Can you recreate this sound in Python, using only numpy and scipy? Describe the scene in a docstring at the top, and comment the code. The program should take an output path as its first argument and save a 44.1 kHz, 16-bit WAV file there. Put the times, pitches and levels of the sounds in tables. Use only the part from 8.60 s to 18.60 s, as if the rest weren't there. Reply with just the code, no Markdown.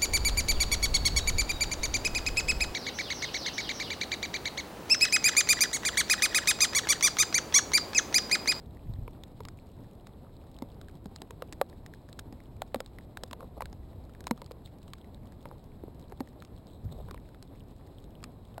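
"""Light rain by a house

Sparse drops land on and right around a hand-held camera: fat ones thud and tock as decaying surface
modes, fine ones tick as noise splashes with a brief high ring, and random pips and splashes patter behind.
Shaped noise makes a low rumble, wind in the trees, wet hiss and a few bass gusts on the single microphone.
Damped modes make soft low thumps as gusts strike it and dull taps on the housing; the shifting grip rubs
and scratches in short noise strokes."""
import sys
import numpy as np
from scipy import signal
from scipy.fft import rfft, irfft, next_fast_len
from scipy.io import wavfile
from scipy.ndimage import map_coordinates

SR = 44100
rng = np.random.default_rng(int(sys.argv[2]) if len(sys.argv) > 2 else 0)


def waveform_to_disk(signal):
    """Save audio, clipped to [-1, 1], as 16-bit WAV at the path in sys.argv[1]."""
    frames = np.transpose(np.atleast_2d(signal))
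    scaled = np.clip(frames, -1, 1) * 32767
    samples = np.round(scaled).astype(np.int16)
    wavfile.write(sys.argv[1], SR, samples)


N = 441000
DROP_TIME_S = np.arange(SR // 10) / SR  # time within one short sound


def amp(db):
    """Decibels to gain."""
    return 10 ** (np.asarray(db) / 20)


def unit(x):
    """Scale to rms 1."""
    return x / np.sqrt(np.mean(x ** 2) + 1e-20)


def burst(x):
    """Scale a short sound to the energy of 10 ms at rms 1."""
    return x * np.sqrt(SR / 100 / (np.sum(x ** 2) + 1e-20))


def wobble(knots_per_s):
    """Smooth random curve through normally distributed knots."""
    knots = rng.standard_normal(int(N * knots_per_s / SR) + 4)
    return map_coordinates(knots, [np.arange(N) * knots_per_s / SR])


def coloured(x, points):
    """Causal minimum-phase filter whose gain follows (Hz, dB) points on a log-frequency axis."""
    m = 2 * next_fast_len(N // 2 + SR // 10)
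    hz, db = np.transpose(points)
    log_hz = np.log(np.fft.rfftfreq(m, 1 / SR) + 1)
    gain = amp(np.interp(log_hz, np.log(hz), db))
    # folding the cepstrum onto positive time gives minimum phase
    cepstrum = irfft(np.log(gain), m)
    cepstrum[1:m // 2] *= 2
    cepstrum[m // 2 + 1:] = 0
    response = np.exp(rfft(cepstrum))
    return irfft(rfft(x, m) * response, m)[:N]


def noise(points):
    """Coloured noise of rms 1."""
    return unit(coloured(rng.standard_normal(N), points))


def add(track, start_s, sound):
    """Mix a sound into a track, cut at the track's end."""
    start = int(np.clip(round(start_s * SR), 0, N - 1))
    track[start:start + len(sound)] += sound[:N - start]


def ring(hz, cycles, rise, linger_db):
    """Surface mode: swells over rise cycles, falls 60 dB in cycles, plus a tail falling half as fast."""
    turns = hz * DROP_TIME_S
    fall = amp(-60 * turns / cycles)
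    tail = amp(linger_db - 30 * turns / cycles)
    swell = 1 - np.exp(-turns / rise)
    motion = np.sin(2 * np.pi * turns) * (fall + tail) * swell
    return burst(np.diff(motion, prepend=0))  # pressure follows the surface's speed


def splash(hz, t60_s, spray_db, spray_t60_s):
    """Band-passed noise: the drop bursts in a sharp crack, then its spray settles."""
    crack = amp(-60 * DROP_TIME_S / t60_s)
    spray = amp(spray_db - 60 * DROP_TIME_S / spray_t60_s)
    band_hz = np.clip([hz / 2, hz * 2], [100, 1000], [9000, 19000])
    b, a = signal.butter(1, band_hz, "bandpass", fs=SR)
    return burst(signal.lfilter(b, a, rng.standard_normal(len(DROP_TIME_S)) * (crack + spray)))


# Noise spectra, level set separately. Each row: frequency in Hz, relative density in dB per Hz.
RUMBLE_SPECTRUM = [(10, -27.5), (22, -3), (50, -1.5), (95, -0.5), (135, -5), (190, -13), (400, -29),
                   (900, -63.5)]
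TREES_SPECTRUM = [(60, -24), (150, -2), (250, -1), (400, -6.5), (650, -10.5), (1000, -17), (1400, -28),
                  (2500, -36.5), (6000, -73.5)]
HISS_SPECTRUM = [(300, -2), (1500, -1.5), (2800, 0), (4000, 2.5), (6500, -10), (8000, -2), (10000, -7),
                 (13500, -16), (16000, -15)]
RUMBLE_DB, TREES_DB, HISS_DB = -50, -54, -75.5  # centres of the wandering levels


def wind():
    """Noise with wandering level: rumble on the microphone, wind in the trees, hiss of distant rain."""
    rumble = amp(RUMBLE_DB + 0.6 * wobble(4) + 1.1 * wobble(14)) * noise(RUMBLE_SPECTRUM)
    trees = amp(TREES_DB + 1.28 * wobble(25)) * noise(TREES_SPECTRUM)
    hiss = amp(HISS_DB + 1.94 * wobble(39)) * noise(HISS_SPECTRUM)
    return rumble + trees + hiss


# Gusts on the microphone. Each row: start in seconds, hold in seconds, level in dB before the wobble.
GUST_EVENTS = [(0.048, .05, -45), (0.225, 0.19, -38.5), (.75, 0.065, -50), (3.86, .04, -48),
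               (4.953, .3, -47), (7.193, .12, -47.5), (8.22, 0.25, -39.5)]
# Gust noise. Each row: frequency in Hz, relative density in dB per Hz.
GUST_SPECTRUM = [(10, -18), (25, -3.5), (50, 1), (100, -1.5), (150, -7), (220, -21.5), (500, -37.5),
                 (1500, -62)]
GUST_ATTACK_S, GUST_RELEASE_S, GUST_SAG_DB = 0.04, 0.13, 3.5


def gusts():
    """Each gust is a lumpy swell of deep bass noise: quick attack, sagging hold, slower release."""
    level = np.zeros(N)
    for start_s, hold_s, db in GUST_EVENTS:
        times_s = start_s + np.cumsum([0, GUST_ATTACK_S, hold_s, GUST_RELEASE_S])
        level += np.interp(np.arange(N) / SR, times_s, [0, amp(db), amp(db - GUST_SAG_DB), 0])
    return level * amp(1.5 * wobble(22)) * noise(GUST_SPECTRUM)


# Soft low thumps as gusts strike the microphone, and dull taps on the housing.
# Each row: start in seconds, mode in Hz, level in dB before the low-pass.
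LOW_THUMPS_AND_TAPS = [(0.295, 103, -36), (0.387, 84, -36.5), (4.8292, 935, -49.5), (6.913, 910, -46),
                       (7.237, 330, -39), (7.281, 384, -45), (8.254, 71, -30.5), (8.402, 468, -46)]
SOFT_HZ = 1080  # low-pass that dulls them


def thumps_and_taps():
    """Quickly damped modes behind a low-pass, so they sound soft and dull."""
    track = np.zeros(N)
    for start_s, hz, db in LOW_THUMPS_AND_TAPS:
        add(track, start_s, amp(db) * ring(hz, cycles=5.4, rise=0.28, linger_db=-27))
    b, a = signal.butter(2, SOFT_HZ, fs=SR)
    return signal.lfilter(b, a, track)


# Grip shifts. Each row: start in seconds, length in seconds, rub level in dB, scratch level in dB;
# both levels before the stroke shape and slips.
GRIP_STROKES = [(4.785, 0.076, -48.5, -78), (4.964, 0.025, -43.5, -75), (6.042, 0.039, -75, -64),
                (6.914, 0.03, -50, -78), (8.04, 0.17, -62.5, -69), (8.255, 0.27, -54, -70.5),
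                (8.307, 0.029, -51, -59.5)]
# Stroke noise. Each row: frequency in Hz, relative density in dB per Hz.
RUB_SPECTRUM = [(100, -25), (450, 19), (1050, 4.5), (1700, -21), (4000, -21), (15000, -33)]
SCRATCH_SPECTRUM = [(1000, -21), (2500, -10), (3900, 10), (5500, -16), (8000, 5), (10000, -30), (12000, 3),
                    (15000, -4.5)]


def grip_shifts():
    """The hand rubs and scratches the housing: noise strokes whose level jumps as they catch and slip."""
    rub, scratch = np.zeros((2, N))
    for start_s, length_s, rub_db, scratch_db in GRIP_STROKES:
        stroke = np.sqrt(np.abs(np.hanning(int(length_s * SR))))
        add(rub, start_s, amp(rub_db) * stroke)
        add(scratch, start_s, amp(scratch_db) * stroke)
    slips = unit(amp(7.1 * np.tanh(wobble(200))))
    return slips * (rub * noise(RUB_SPECTRUM) + scratch * noise(SCRATCH_SPECTRUM))


def patter(count, level_db, centre_hz):
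    """Drops farther off, at random times: each mixes a pip and a splash, wetter with hardness."""
    track = np.zeros(N)
    for when, size, pitch, hardness in rng.random((count, 4)):
        pip_hz = centre_hz * 2 ** (2.2 * (pitch - 0.5))
        pip = ring(pip_hz, cycles=13.5, rise=0.74, linger_db=-20)
        wet = splash(3000 * 2 ** (2.0 * hardness), t60_s=0.013, spray_db=-8, spray_t60_s=0.028)
        strength = amp(level_db + 12 * size ** 3)  # few are strong
        add(track, when * N / SR, strength * ((1 - hardness) * pip + hardness * wet))
    return track


# Splash colour of fine and fat drops. Each row: frequency in Hz, gain in dB.
SPLASH_GAIN = [(100, -22), (700, 14.5), (1800, 5.5), (3000, -1), (5000, 0), (8000, -1), (12000, -5.5),
               (16000, -14)]
# Fine drops. Each row: start in seconds, ring in Hz, ring level in dB, splash level in dB;
# both levels before the trims and colour below.
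FINE_DROP_EVENTS = [(0.3373, 3830, -59, -65), (0.479, 2250, -52, -68), (0.6364, 3600, -48, -54),
                    (0.852, 1180, -43, -49), (0.8858, 1630, -51, -47), (1.4698, 1630, -57, -54),
                    (1.9876, 3870, -59.5, -58.5), (2.2137, 1400, -55, -57), (2.2845, 1580, -54.5, -62),
                    (2.5612, 4170, -53.5, -49), (2.9315, 1810, -54, -52), (3.098, 3530, -67, -59),
                    (3.1289, 1700, -57, -72), (3.2626, 1860, -51, -50.5), (3.3373, 1640, -48, -59.5),
                    (3.4888, 1720, -58, -64), (3.5288, 3900, -60, -54), (3.5909, 1570, -41.5, -50.5),
                    (3.5936, 1340, -50, -36.5), (3.8032, 2060, -58, -67), (4.2614, 3900, -54.5, -56),
                    (4.386, 2000, -48, -59.5), (4.5719, 1600, -39, -47.5), (4.8063, 1100, -45.5, -61),
                    (5.0569, 1590, -48, -52), (5.5501, 1730, -57, -68), (5.6066, 1530, -59, -46),
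                    (5.641, 1600, -58, -56), (5.678, 1210, -54, -53), (5.7763, 1200, -55, -60),
                    (5.862, 1210, -58, -56), (5.9178, 4040, -61, -50), (6.0598, 3620, -52.5, -79),
                    (6.2796, 1100, -58.5, -63.5), (6.3346, 1130, -44.5, -47.5), (6.546, 3680, -60, -68),
                    (6.7222, 1700, -62, -60), (7.6746, 1790, -57, -66), (7.8228, 1320, -49, -56),
                    (7.8498, 1200, -61, -57), (8.4862, 960, -49, -64), (8.577, 1930, -54, -69),
                    (8.7463, 1290, -57.5, -63), (8.8263, 4030, -57, -47), (9.4412, 3970, -63, -62),
                    (9.6292, 1200, -52, -59), (9.6402, 1220, -45.5, -44.5), (9.642, 2500, -48, -59)]
FINE_SPLASH_HZ, BRIGHTER_OCT_PER_DB = 4600, 0.1  # centre at equal levels; rises with splash over ring


def fine_drops():
    """Small drops tick: a short noise splash with a brief high surface ring."""
    body, spray = np.zeros(N), np.zeros(N)
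    for start_s, ring_hz, ring_db, splash_db in FINE_DROP_EVENTS:
        splash_hz = FINE_SPLASH_HZ * 2 ** (BRIGHTER_OCT_PER_DB * (splash_db - ring_db))
        tick = ring(ring_hz, cycles=11.4, rise=1.6, linger_db=-18)
        wet = splash(splash_hz, t60_s=0.0032, spray_db=-10, spray_t60_s=0.019)
        add(body, start_s, amp(ring_db - 5.0) * tick)
        add(spray, start_s, amp(splash_db) * wet)
    return body + amp(-0.65) * coloured(spray, SPLASH_GAIN)


# Fat drops close by. Each row: start in seconds, thud in Hz, thud level in dB, tock in Hz,
# tock level in dB, splash level in dB; all levels before the trims and colour below.
FAT_DROP_EVENTS = [(0.4786, 444, -44, 970, -45.5, -69), (0.8047, 450, -42.5, 930, -46.5, -58),
                   (2.022, 248, -31.5, 915, -41, -51.5), (2.4576, 192, -37, 750, -48.5, -56),
                   (2.6186, 390, -46, 730, -50, -46), (2.7076, 430, -45.5, 970, -51, -48.5),
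                   (2.822, 506, -34.5, 1184, -41, -51), (2.9254, 300, -43.5, 1000, -54, -43),
                   (3.014, 540, -21, 738, -29, -38), (3.7254, 210, -40.5, 755, -50.5, -57),
                   (4.0194, 646, -34.5, 755, -37.5, -42.5), (4.145, 538, -27, 736, -39, -43),
                   (4.1587, 239, -33.5, 740, -45, -55), (4.2038, 510, -35.5, 1320, -40.5, -43.5),
                   (4.6355, 503, -40.5, 756, -59, -40.5), (4.7114, 236, -42.5, 1040, -49, -50.5),
                   (4.7308, 620, -42, 967, -38, -42), (5.0067, 700, -39.5, 850, -35.5, -53),
                   (5.0208, 520, -39, 1010, -36.5, -49), (5.1286, 250, -46, 730, -50, -56),
                   (5.6692, 280, -48, 1010, -35.5, -39), (5.71, 226, -22.5, 950, -29.5, -37),
                   (5.8178, 550, -46, 945, -43.5, -55), (5.911, 480, -40, 734, -57, -58),
                   (6.8553, 569, -44, 920, -42.5, -66), (7.522, 402, -42, 740, -45, -65.5),
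                   (7.6052, 256, -28.5, 785, -37.5, -48.5), (8.5108, 376, -48, 1070, -46.5, -49),
                   (8.5438, 490, -47.5, 990, -47, -59), (9.98, 675, -39, 785, -51, -53.5)]
FAT_SPLASH_HZ, FAT_SPLASH_DB, DARKER_OCT_PER_DB = 4100, -46, 0.01  # louder splashes are darker
BODY_DELAY_S = 0.00027  # the surface answers just after the crack
OVERTONE_DB = -12.5


def fat_drops():
    """Heavy drops ring a low and a middle mode with an overtone each; pitch depends on where they land."""
    body, spray = np.zeros(N), np.zeros(N)
    for start_s, thud_hz, thud_db, tock_hz, tock_db, splash_db in FAT_DROP_EVENTS:
        splash_hz = FAT_SPLASH_HZ * 2 ** (-DARKER_OCT_PER_DB * (splash_db - FAT_SPLASH_DB))
        thud = ring(thud_hz, cycles=8.6, rise=0.22, linger_db=-5.0)
        thud += amp(OVERTONE_DB) * ring(thud_hz * 2.11, cycles=22, rise=1.0, linger_db=-18)
        tock = ring(tock_hz, cycles=13.4, rise=0.61, linger_db=-16.0)
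        tock += amp(OVERTONE_DB) * ring(tock_hz * 2.276, cycles=21, rise=0.78, linger_db=-11)
        wet = splash(splash_hz, t60_s=0.008, spray_db=-21, spray_t60_s=0.015)
        add(body, start_s + BODY_DELAY_S, amp(thud_db - 2) * thud + amp(tock_db - 2.5) * tock)
        add(spray, start_s, amp(splash_db) * wet)
    return body + amp(-0.86) * coloured(spray, SPLASH_GAIN)


def scene():
    """One microphone feeds both channels."""
    rain = fat_drops() + fine_drops() + patter(count=260, level_db=-71.5, centre_hz=2290)
    mono = rain + wind() + gusts() + thumps_and_taps() + grip_shifts()
    return np.array([mono, mono])


# Microphone behind its port. Each row: frequency in Hz, gain in dB.
PORT_GAIN = [(2200, 0), (2900, 0), (3950, 4), (4600, -1), (5350, 0), (5950, -14.5), (6600, -2.5),
             (7400, -4.5), (8000, 0), (9300, -8.5), (12000, -8.5), (14500, -10.5)]
CHANNEL_HISS_DB = -81.5  # before the port
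MIRROR_HZ, MIRROR_DB = 12000, 0.94
TOP_HZ = 15900


def record(dry):
    """Hiss in each channel, port colour, a treble mirror of the sound, and the band limit."""
    heard = []
    for channel in dry:
        hiss = amp(CHANNEL_HISS_DB) * rng.standard_normal(N)
        heard.append(coloured(channel + hiss, PORT_GAIN))
    heard = np.array(heard)
    # slightly uneven sampling mirrors the slope around one high frequency: thuds get a thin zing
    slope = np.diff(heard, prepend=0)
    carrier = np.cos(2 * np.pi * MIRROR_HZ * np.arange(N) / SR)
    heard = heard + amp(MIRROR_DB) * slope * carrier
    m = next_fast_len(N + SR // 10)
    in_band = np.fft.rfftfreq(m, 1 / SR) < TOP_HZ
    return irfft(rfft(heard, m) * in_band, m)[:, :N]


dry = scene()
out = record(dry)
waveform_to_disk(out)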